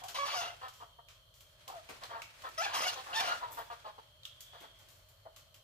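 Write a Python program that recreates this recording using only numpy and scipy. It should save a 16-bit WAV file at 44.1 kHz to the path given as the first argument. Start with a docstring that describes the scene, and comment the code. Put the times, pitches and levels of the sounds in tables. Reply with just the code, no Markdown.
"""Rough squeals, grunts and short high calls come in two bouts from rats in a wire cage to the right.
Each call is a buzz of vocal folds plus puffs of breath, coloured by throat and mouth.
Claws tick on the mesh, paws thump on boards, loose wire ends jingle and the litter rustles.
Hard walls throw short reflections; insects buzz far off over a low rumble."""
import sys
import numpy as np
from scipy import signal
from scipy.fft import rfft, irfft, next_fast_len
from scipy.io import wavfile

SR = 44100
rng = np.random.default_rng(int(sys.argv[2]) if len(sys.argv) > 2 else 0)


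def log_audio(samples):
    """Write samples as a 16-bit WAV file to the path given in sys.argv[1]."""
    # one column per channel
    frames = np.atleast_2d(samples).T
    # limit to full scale, then quantise
    limited = np.clip(frames, -1, 1)
    pcm = np.round(limited * 32767).astype(np.int16)
    wavfile.write(sys.argv[1], SR, pcm)


N = 248283

# colour of the open throat and body: f/Hz, level/dB
OPEN_THROAT = [(300, -21), (520, -9.5), (750, 5.5), (1120, 4), (1480, 2), (1800, -0.5), (2100, -5),
               (2700, 0), (3700, -3), (4500, -4), (5300, -0.5), (5800, -4.5), (6500, -2.5), (7300, -11.5),
               (8400, -10.5), (14000, -13), (16000, -22)]


def squeals():
    """Long, wavering cries: the mouth resonance rides at a fixed multiple of the pitch."""
    # per cry: mouth/pitch ratio, roughness added per band, and a curve of
    # t/s, effort/dB, treble/dB re effort, shrill/dB re effort, pitch/Hz, roughness
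    cries = [(1.57, 0.33, [(.144, -42, -7, -3.5, 511.6, 0.3), (.165, -39.5, -0.5, -8.5, 516.6, 0.78),
             (.184, -38, -13, -12, 550.4, 0.57), (.196, -34.5, -8, -18, 565.4, 0),
             (.25, -33.5, -15, -20.5, 560.5, 0.06), (.268, -41, -3, -3.5, 573.7, 0.5),
             (.29, -39.5, -2, -12, 556.6, 1.25), (.305, -46, 4.5, -2.5, 562.5, 0.42),
             (.349, -39.5, -4.5, -10, 559, 0.47)]), (1.42, 0.26, [(.347, -41, -2, -6.5, 764.6, 0.26),
             (.375, -37, -6, -6, 724.4, 0.23), (.4, -38.5, -5.5, -5.5, 691, 0.04),
             (.425, -42, -1.5, -8.5, 687.7, 0.72), (.48, -43, -8.5, -12.5, 702.4, 0.59),
             (.55, -60.5, -5, -10, 701, 0.4)]), (1.446, 0.28, [(2.577, -42, -3, -6, 679, 0.1),
             (2.587, -35.5, -13, -6.5, 632.3, 0.01), (2.612, -34.5, -9.5, -11.5, 691, 0.1),
             (2.632, -35.5, -6, -12.5, 884.5, 0.14), (2.65, -42.5, 6, -3.5, 863, 0.21),
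             (2.668, -34, -13, -21, 795.4, 0.67), (2.716, -51, 2, -12, 790, 0.8)]),
             (2.4, 0.43, [(2.712, -49.5, -6, -29, 520.7, 0.53), (2.745, -36, -4, -3.5, 541.7, 0.62),
             (2.77, -36.5, -3, -3.5, 526.5, 0.82), (2.808, -34, -17, -12, 482.5, 0.6)]),
             (1.45, 0.29, [(2.806, -35.5, -2.5, -8, 690, 0.8), (2.83, -34.5, -11.5, -6, 643, 0.58),
             (2.847, -34, -3, -9, 646, 0.4), (2.853, -40, -4, -7, 752.5, 0.38),
             (2.87, -31.5, -9.5, -7.5, 739.4, 0.33), (2.89, -44.5, 9, 4, 716.5, 0.3),
             (2.915, -42.5, -7.5, -10.5, 734, 0.83), (2.945, -50, 8, 5, 696, 1.1)]),
             (1.6, 0.31, [(3.116, -49, -24, -30, 647, 0.58), (3.135, -40, -1, -20, 710, 0.45),
             (3.15, -39, -2.5, -8, 868, 0.13), (3.163, -36, 2, -4, 894.4, 0.1),
             (3.185, -34, -5, -9, 894, 0.08), (3.211, -36.5, 4, -2.5, 917, 0.97)]),
             (1.5, 0.34, [(3.209, -35.5, -12, -16, 776.4, 0.73), (3.24, -36.5, -5, -14, 747.7, 0.49),
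             (3.275, -39, -3, -7.5, 705, 0.53), (3.316, -35.5, -8.5, -17, 700.5, 0.7),
             (3.345, -42, -8.5, -13, 704, 1.1), (3.385, -52.5, -4, -10, 700, 0.23)])]
    mix = np.zeros(N)
    for ratio, hoarse, curve in cries:
        rows = [(*row, ratio * row[4]) for row in curve]
        odd_db = -7 if round(ratio) == 2 else 0  # voiced on the second harmonic: weaker odd overtones
        add(mix, *call(rows, OPEN_THROAT, jitter=.0493, doubling=.063, sharp=1.86,
                       hoarse=hoarse, odd_db=odd_db))
    return mix


def peeps_and_grunt_overtone():
    """Brief peeps, plus the ringing overtone of the grunt at 3.4 s; the mouth is tuned to each tone."""
    # t/s, length/s, effort/dB, first f/Hz, last f/Hz, roughness
    tones = [(0.014, 0.061, -48, 714, 770, 0.53), (0.086, 0.04, -54.5, 706, 682, 0.35),
             (1.737, 0.062, -48, 734, 625, 0.04), (3.32, 0.011, -30.5, 1370, 1460, 0.22),
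             (3.421, 0.037, -39.5, 997, 968, 0.17), (5.253, 0.033, -50.5, 645, 654, 0.5)]
    mix, treble_db = np.zeros(N), -39
    for s, length, db, first_hz, last_hz, rough in tones:
        rows = short_call(s, length, db, treble_db, first_hz, last_hz, rough, (first_hz + last_hz) / 2)
        add(mix, *call(rows, OPEN_THROAT, jitter=.051, doubling=.15, sharp=2.9, hoarse=.1))
    return mix


def grunts():
    """Low, nasal pulses through a shut throat, sagging slightly in pitch."""
    # t/s, length/s, effort/dB, treble/dB re effort, pitch/Hz, roughness, mouth/Hz, nasal band/dB
    pulses = [(0.612, 0.069, -43.5, -14.5, 257.3, 0.17, 1040, -3),
              (0.8, 0.047, -48.5, -18, 236.8, 0.29, 950, -6.5),
              (0.985, 0.019, -53.5, -40, 233.7, 0.12, 830, -6),
              (1.674, 0.078, -49, -16.5, 256.8, 0.5, 830, -10.5),
              (2.014, 0.043, -48.5, -9, 256.4, 0.66, 890, -4),
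              (2.092, 0.11, -44.5, -15.5, 229.7, 0.32, 890, 0),
              (2.435, 0.056, -44, -13.5, 259.6, 0.36, 1030, -1.5),
              (2.951, 0.066, -45, -6.5, 261.2, 0.23, 920, -5.5),
              (3.057, 0.11, -47, -16, 267.2, 0.55, 970, 0),
              (3.405, 0.073, -44.5, -13.5, 328.2, 0.4, 920, -2.5),
              (3.48, 0.054, -51, -25, 306.3, 0.39, 915, -4),
              (3.569, .055, -42.5, -14.5, 230, 0.24, 860, -0.5),
              (3.698, 0.047, -42.5, -17.5, 236, 0.15, 930, -1.5),
              (3.843, 0.063, -46, -14.5, 213.5, 0.26, 875, -2),
              (3.98, .022, -49.5, -17.5, 226, 0.44, 860, -12), (4.527, 0.06, -56, -6.5, 242, 0.7, 800, -4),
              (4.627, 0.035, -56, -7, 224.8, 0.7, 700, 0)]
    # colour of the shut throat: f/Hz, level/dB
    shut_throat = [(250, -42), (430, -3), (700, -3), (1200, -1), (1400, 3.5), (1550, 0.5), (1850, 0.5),
                   (2200, -15), (3400, -11.5), (8000, -26), (12000, -1)]
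    mix, sag = np.zeros(N), .038
    for s, length, db, treble_db, hz, rough, mouth_hz, nasal_db in pulses:
        throat = [(f, d + nasal_db * (1300 < f < 2500)) for f, d in shut_throat]
        first_hz, last_hz = hz * (1 + sag / 2), hz * (1 - sag / 2)
        rows = short_call(s, length, db, treble_db, first_hz, last_hz, rough, mouth_hz)
        add(mix, *call(rows, throat, jitter=.041, doubling=.22, sharp=3.13, hoarse=.34, smear=.3))
    return mix


def short_call(s, length, db, treble_db, first_hz, last_hz, rough, mouth_hz):
    """Control rows of a short tone that swells, holds, then falls as the breath runs out."""
    # t/length, level/dB
    envelope = [(0, -9.5), (.08, -3.5), (.35, 1), (.75, -1), (1.2, -11.5)]
    shrill_db = treble_db - 8
    return [(s + u * length, db + d, treble_db, shrill_db,
             first_hz + u * (last_hz - first_hz), rough, mouth_hz) for u, d in envelope]


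def call(rows, throat, jitter, doubling, sharp, hoarse, odd_db=0, smear=1):
    """Start time and sound of a call: fold harmonics and puffs of air through throat and mouth."""
    # edges of the body, treble and shrill bands: f/Hz
    edges = [0, 2200, 4800, 30000]
    s, *columns = np.transpose(rows)
    t = np.arange(s[0], s[-1], 1 / SR)
    effort_db, treble_db, shrill_db, hz, rough, mouth_hz = (np.interp(t, s, c) for c in columns)
    rough = np.clip(rough, 0, 1)
    skirt = .6 * amp(1.5 * np.minimum(treble_db, 0))  # a dull call keeps little beside the resonance
    turns = np.cumsum(hz * (1 + jitter * rough * drift(len(t), 126))) / SR
    k = np.arange(1, 9000 // hz.max())[:, None]
    flutter_db = np.log2(1 + k) * drift((len(k), len(t)), 40)  # high overtones flutter most
    mouth = skirt + 1 / (1 + (sharp * np.log(k * hz / mouth_hz)) ** 2)
    sizes = amp(read(throat, k * hz) + flutter_db + odd_db * (k % 2) * (k > 1)) * mouth
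    pulses = 1 + doubling * rough * np.cos(np.pi * turns)  # strong and weak pulses alternate
    puffs = (.37 + np.exp(-(turns % 1) / .44)) * rng.standard_normal(len(t))
    waves = np.cos(2 * np.pi * (k * turns + smear * rng.random(k.shape)))  # the throat smears each pulse
    frayed = waves * drift(waves.shape, 170)  # each overtone as a narrow band of noise
    worn = np.clip(.3 * rough * (k - 1), 0, 1) * smear  # high overtones fray first
    waves = crossfade(waves, frayed, worn)
    out = 0
    for band, db in enumerate((effort_db, effort_db + treble_db, effort_db + shrill_db)):
        inside = lambda f: (f > edges[band]) & (f <= edges[band + 1])
        part = sizes * inside(k * hz)
        part = pulses * part / np.sqrt((part ** 2).sum(axis=0) / 2 + 1e-20)
        hiss = shaped(puffs, lambda f: amp(read(throat, f)) * inside(f))
        if band == 0:
            hiss = 17 * skirt * hiss + resonate(resonate(hiss, mouth_hz, 760), mouth_hz, 760)
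        tone = (part * waves).sum(axis=0)
        rasp = crossfade(evened(hiss), (part * frayed).sum(axis=0), .35)
        share = np.clip(rough + hoarse * band, 0, 1)  # the treble breaks up first
        out = out + amp(db) * crossfade(tone, rasp, share)
    return s[0], out * signal.windows.tukey(len(t), min(1, .0017 * SR / len(t)))


def ticks():
    """A claw snaps on the wire, the mesh rattles and rings; paws add a dull thump on the board."""
    # t/s, level/dB, thump/dB re level, t60/s, tilt/dB per octave, ring/Hz, ring/dB re level
    steps = [(0.0375, -35.5, -30, 0.19, -2, 3380, -23), (0.0836, -31, -22.5, 0.22, -2, 4270, -38),
             (0.683, -40.5, -32, .19, -2.5, 3200, -13), (0.7357, -47, -26, 0.61, -0.5, 4470, -16),
             (1.0855, -44.5, -25.5, 0.35, -4, 2760, -10), (1.3401, -51, -38, 1, 0.5, 3260, -13),
             (1.407, -45, -15.5, 0.11, 2, 3220, -11), (1.679, -34.5, -27, 0.12, 0, 2950, -12),
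             (1.8899, -44.5, 8, 0.11, -5, 2460, -2), (2.036, -35, -22, 0.17, -5.5, 4060, -6),
             (2.219, -34.5, -26, 0.13, -4.5, 2540, -3.5), (2.42, -41, -16, 0.12, -5.5, 2700, -18),
             (2.489, -43.5, -4, 0.078, 2, 2800, -15), (2.745, -40.5, -14, 0.33, -2, 2530, -8),
             (3.519, -40.5, -15.5, 0.43, 8, 4000, -30), (3.5862, -44, -17, 0.12, 8, 4350, -14),
             (4.233, -49, -51, 0.12, -2, 3720, 0), (4.253, -36, -46, 0.1, -1, 3270, -1),
             (4.4063, -36, -51, 0.19, 3, 3850, -15), (4.6038, -49.5, 0.5, 0.18, 4, 3240, -3),
             (4.7889, -51, -12.5, 0.34, 1, 3060, -21), (4.8864, -48, -20.5, 0.61, 1.5, 4230, -18),
             (5.087, -51, -17, 0.25, 4.5, 3000, -23), (5.3621, -42, -23, 0.25, -1, 3090, -14),
             (5.543, -45.5, -20, 0.2, 0.5, 3040, -11)]
    # colour of a tick: f/Hz, level/dB
    spectrum = [(600, -82), (1100, -2), (1700, -7.5), (2500, -4.5), (3100, -0.5), (4200, -1), (7540, -0.5),
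                (8780, -8.5), (14700, -2.5), (15700, -22), (16300, -51)]
    # a claw catches, then the wire slaps back: t/s, level/dB
    bounces = [(.0003, 0), (.0024, -4), (.0049, -7)]
    # mesh modes: f/ring pitch, level/dB, t60/s
    modes = [(.86, -4, .02), (.93, -2, .016), (1, 0, .019), (1.08, -1, .015), (1.17, -4, .014)]
    mix, t = np.zeros((2, N)), np.arange(9000) / SR
    snap_db, left_late_s = 3, .0004  # the cage is nearer the right microphone
    for s, db, thump_db, t60, tilt_db, ring_hz, ring_db in steps:
        noise = rng.standard_normal((2, len(t)))
        noise[1] = .27 * noise[0] + .86 * noise[1]
        colour = lambda f: amp(read(spectrum, f) + tilt_db * np.log2(f / 4000 + .03))
        mesh = evened(shaped(noise, colour))
        board = evened(shaped(noise, lambda f: (f / 500) / (1 + (f / 600) ** 2.1)))
        rattle = amp(1.1 * drift(len(t), 230))
        clicks = sum(amp(d) * rng.choice([-1, 1]) * signal.unit_impulse(len(t), round(late * SR))
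                     for late, d in bounces)
        snap = shaped(clicks, colour)
        snap = amp(snap_db) * snap / abs(snap).max()
        attack = (.17 + .2 * amp(-60 * t / .018)) * (1 - np.exp(-t / .0012))
        decay = amp(-60 * t / t60)
        sound = mesh * attack * rattle * decay
        sound += [np.roll(snap, round(left_late_s * SR)), snap]
        sound += amp(thump_db) * board * (1 - np.exp(-t / .013)) * decay
        for ratio, mode_db, ring_t60 in modes:
            turns = ratio * ring_hz * rng.uniform(.99, 1.02) * t + rng.random((2, 1))
            sound += amp(ring_db + mode_db - 60 * t / ring_t60) * np.sin(2 * np.pi * turns)
        add(mix, s, amp(db) * sound)
    return mix


def jingles():
    """Each touch rings the loose wire ends by chance amounts, slightly detuned as they swing."""
    # touches: t/s, level/dB
    touches = [(3.51, -49), (3.519, -48), (3.525, -42), (3.53, -42), (3.533, -45), (3.55, -46),
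               (3.586, -48.5), (3.591, -46), (3.615, -55)]
    # wire modes: f/Hz, level/dB, t60/s
    modes = [(8000, -10, .03), (9600, -10, .04), (11900, 0, .022), (12200, -2, .022), (13460, -1, .04),
             (14250, -2, .022), (15300, -6, .03)]
    mix, t = np.zeros((2, N)), np.arange(6000) / SR
    for s, db in touches:
        for hz, mode_db, t60 in modes:
            size, phase, tune = rng.random((3, 2, 1))
            turns = hz * (.992 + .016 * tune[0]) * t + phase
            add(mix, s, size[0] ** 1.5 * amp(db + mode_db - 60 * t / t60) * np.sin(2 * np.pi * turns)
                * np.sqrt(size / size[0]))
    return mix


def rustle():
    """Fur and feet scratch the litter in dense small grains, bright and wide."""
    # swells of movement: t/s, level/dB
    swells = [(0.0, -54.5), (0.15, -92), (0.56, -59.5), (1.18, -90.5), (1.73, -60), (1.9, -58.5),
              (2.1, -63), (2.54, -58), (2.79, -54), (2.96, -57.5), (3.18, -48), (3.4, -56.5), (3.999, -68),
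              (4.27, -73), (4.44, -64.5), (5.0, -71.5), (5.63, -77)]
    grains = amp(3.2 * np.minimum(rng.exponential(1, (2, N)), 5)) * rng.standard_normal((2, N))
    bright = evened(shaped(grains, lambda f: (f / 3000) ** .57 / (1 + (f / 3000) ** 2.22)))
    s, db = np.transpose(swells)
    return bright * amp(np.interp(np.arange(N) / SR, s, db) + 2.1 * drift(N, 17))


def direct_path(rats):
    """The voices reach the left microphone round the end wall; bodies and walls shade the treble."""
    # delay on the left: f/Hz, phase lag/rad
    lag = [(200, 2.1), (650, 0.39), (850, 1.8), (1150, 1.58), (1800, 5.52), (3500, 4.68)]
    left = shaped(rats, lambda f: np.exp(-1j * read(lag, f)))
    pair = np.array([left, rats]) * amp([[.3], [-.6]])
    return shaped(pair, lambda f: (1 + (f / 3000) ** 2) ** -.15)


def room(x, t60):
    """Sparse echoes of random sign, separate for each side; the treble dies faster."""
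    taps = rng.choice([-1., 1.], (2, SR // 2)) * (rng.random((2, SR // 2)) < .05)
    taps[:, :90] = 0  # 2 ms of pre-delay
    hz, t, spectra = signal.stft(taps, SR, nperseg=256)
    decay = amp(-60 * t / (t60 * (1 + hz[:, None] / 4000) ** -.4))
    tail = signal.istft(spectra * decay, SR, nperseg=256)[1]
    return signal.fftconvolve(np.atleast_2d(x), tail / np.linalg.norm(tail[0]), axes=1)[:, :N]


def insects(noise):
    """A far, wandering buzz: noise through a narrow, moving resonance."""
    # course of the buzz: t/s, level/dB, f/Hz
    course = [(0, -61, 3240), (1, -68, 3160), (1.5, -70, 3230), (2.5, -75.5, 3200), (3.5, -67, 3450),
              (4.2, -68, 3140), (4.45, -60, 3330), (4.651, -61.5, 3310), (5, -74, 3130), (5.63, -71, 3140)]
    s, *columns = np.transpose(course)
    db, hz = (np.interp(np.arange(N) / SR, s, c) for c in columns)
    return amp(db) * evened(resonate(resonate(noise, hz, 300), hz, 300))


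def ambience():
    """A bed of rumble, hiss, hum and insects, centred in the bass and wide in the treble."""
    # stereo image: f/Hz, left-right likeness
    likeness = [(60, 1), (180, 0.8), (550, 0.8), (1650, -0.24), (4970, -1.1), (15000, -0.02)]
    # colour of the air: f/Hz, level/dB
    spectrum = [(22, -18), (42, 3), (70, -1.5), (103, 3.5), (135, -1), (231, -26), (474, -18), (779, -20.5),
                (1200, -13), (1800, -24.5), (2500, -36.5), (3600, -17.5), (5000, -23.5), (9000, -28),
                (14600, -23.5), (16300, -46)]
    # steady hum and insect bands: f/Hz, width/Hz, level/dB
    bands = [(97.5, 17, -76), (4270, 240, -76), (607, 88, -75)]
    left, other = rng.standard_normal((2, N))
    same = lambda f: np.clip(read(likeness, f), 0, 1)
    right = shaped(left, same) + shaped(other, lambda f: np.sqrt(1 - same(f) ** 2))
    pair = np.array([left, right])
    bed = amp(-67.5) * evened(shaped(pair, lambda f: amp(read(spectrum, f))))
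    backwards = pair[:, ::-1]  # fresh noise with the same stereo image
    for hz, width, db in bands:
        bed += amp(db) * evened(shaped(backwards, lambda f: np.exp(-((f - hz) / width) ** 2)))
    return bed + insects(backwards)


def amp(db):
    return 10 ** (np.asarray(db) / 20)


def evened(x):
    """Scales x to rms 1."""
    return x / np.sqrt(np.mean(x ** 2) + 1e-20)


def crossfade(a, b, share):
    """Equal-power blend from a to b."""
    return np.sqrt(1 - share) * a + np.sqrt(share) * b


def read(points, hz):
    """Value of a curve at hz, on a log frequency axis."""
    f, value = np.transpose(points)
    return np.interp(np.log(hz + 1), np.log(f + 1), value)


def add(mix, s, sound):
    """Mixes a sound in at s seconds."""
    part = mix[..., round(s * SR):][..., :sound.shape[-1]]
    part += sound[..., :part.shape[-1]]


def shaped(x, gain):
    """Colours x by a gain that is a function of Hz."""
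    size = next_fast_len(x.shape[-1])
    return irfft(rfft(x, size) * gain(np.fft.rfftfreq(size, 1 / SR)), size)[..., :x.shape[-1]]


def drift(shape, hz):
    """Random wobble with rms 1, rolled off above hz."""
    return evened(shaped(rng.standard_normal(shape), lambda f: 1 / (1 + (f / hz) ** 2)))


def resonate(x, hz, width):
    """A moving resonance: shifts the curve hz down to zero, smooths, and shifts back."""
    turn = np.exp(2j * np.pi * np.cumsum(hz) / SR)
    pole = np.exp(-np.pi * width / SR)
    return 2 * (turn * signal.lfilter([1 - pole], [1, -pole], x / turn)).real


def scene():
    """Voices and cage with their reflections, over the litter and the background."""
    rats = squeals() + peeps_and_grunt_overtone() + grunts()
    cage = ticks() + jingles()
    treble = shaped(rats, lambda f: f ** 3 / (f ** 3 + 1600 ** 3))
    near = amp(-4) * room(treble, t60=.14)  # boards and wall scatter the treble
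    far = amp(-11.5) * room(rats, t60=.45)
    cage_tail = amp(-3.5) * room(cage, t60=.56)
    return direct_path(rats) + near + far + cage + cage_tail + rustle() + ambience()


def record(dry):
    """A steep low-pass takes off the very top."""
    lowpass = signal.firwin(511, cutoff=15600, window=("kaiser", 9), fs=SR)
    return signal.oaconvolve(dry, lowpass[None], "same")


dry = scene()
out = record(dry)
log_audio(out)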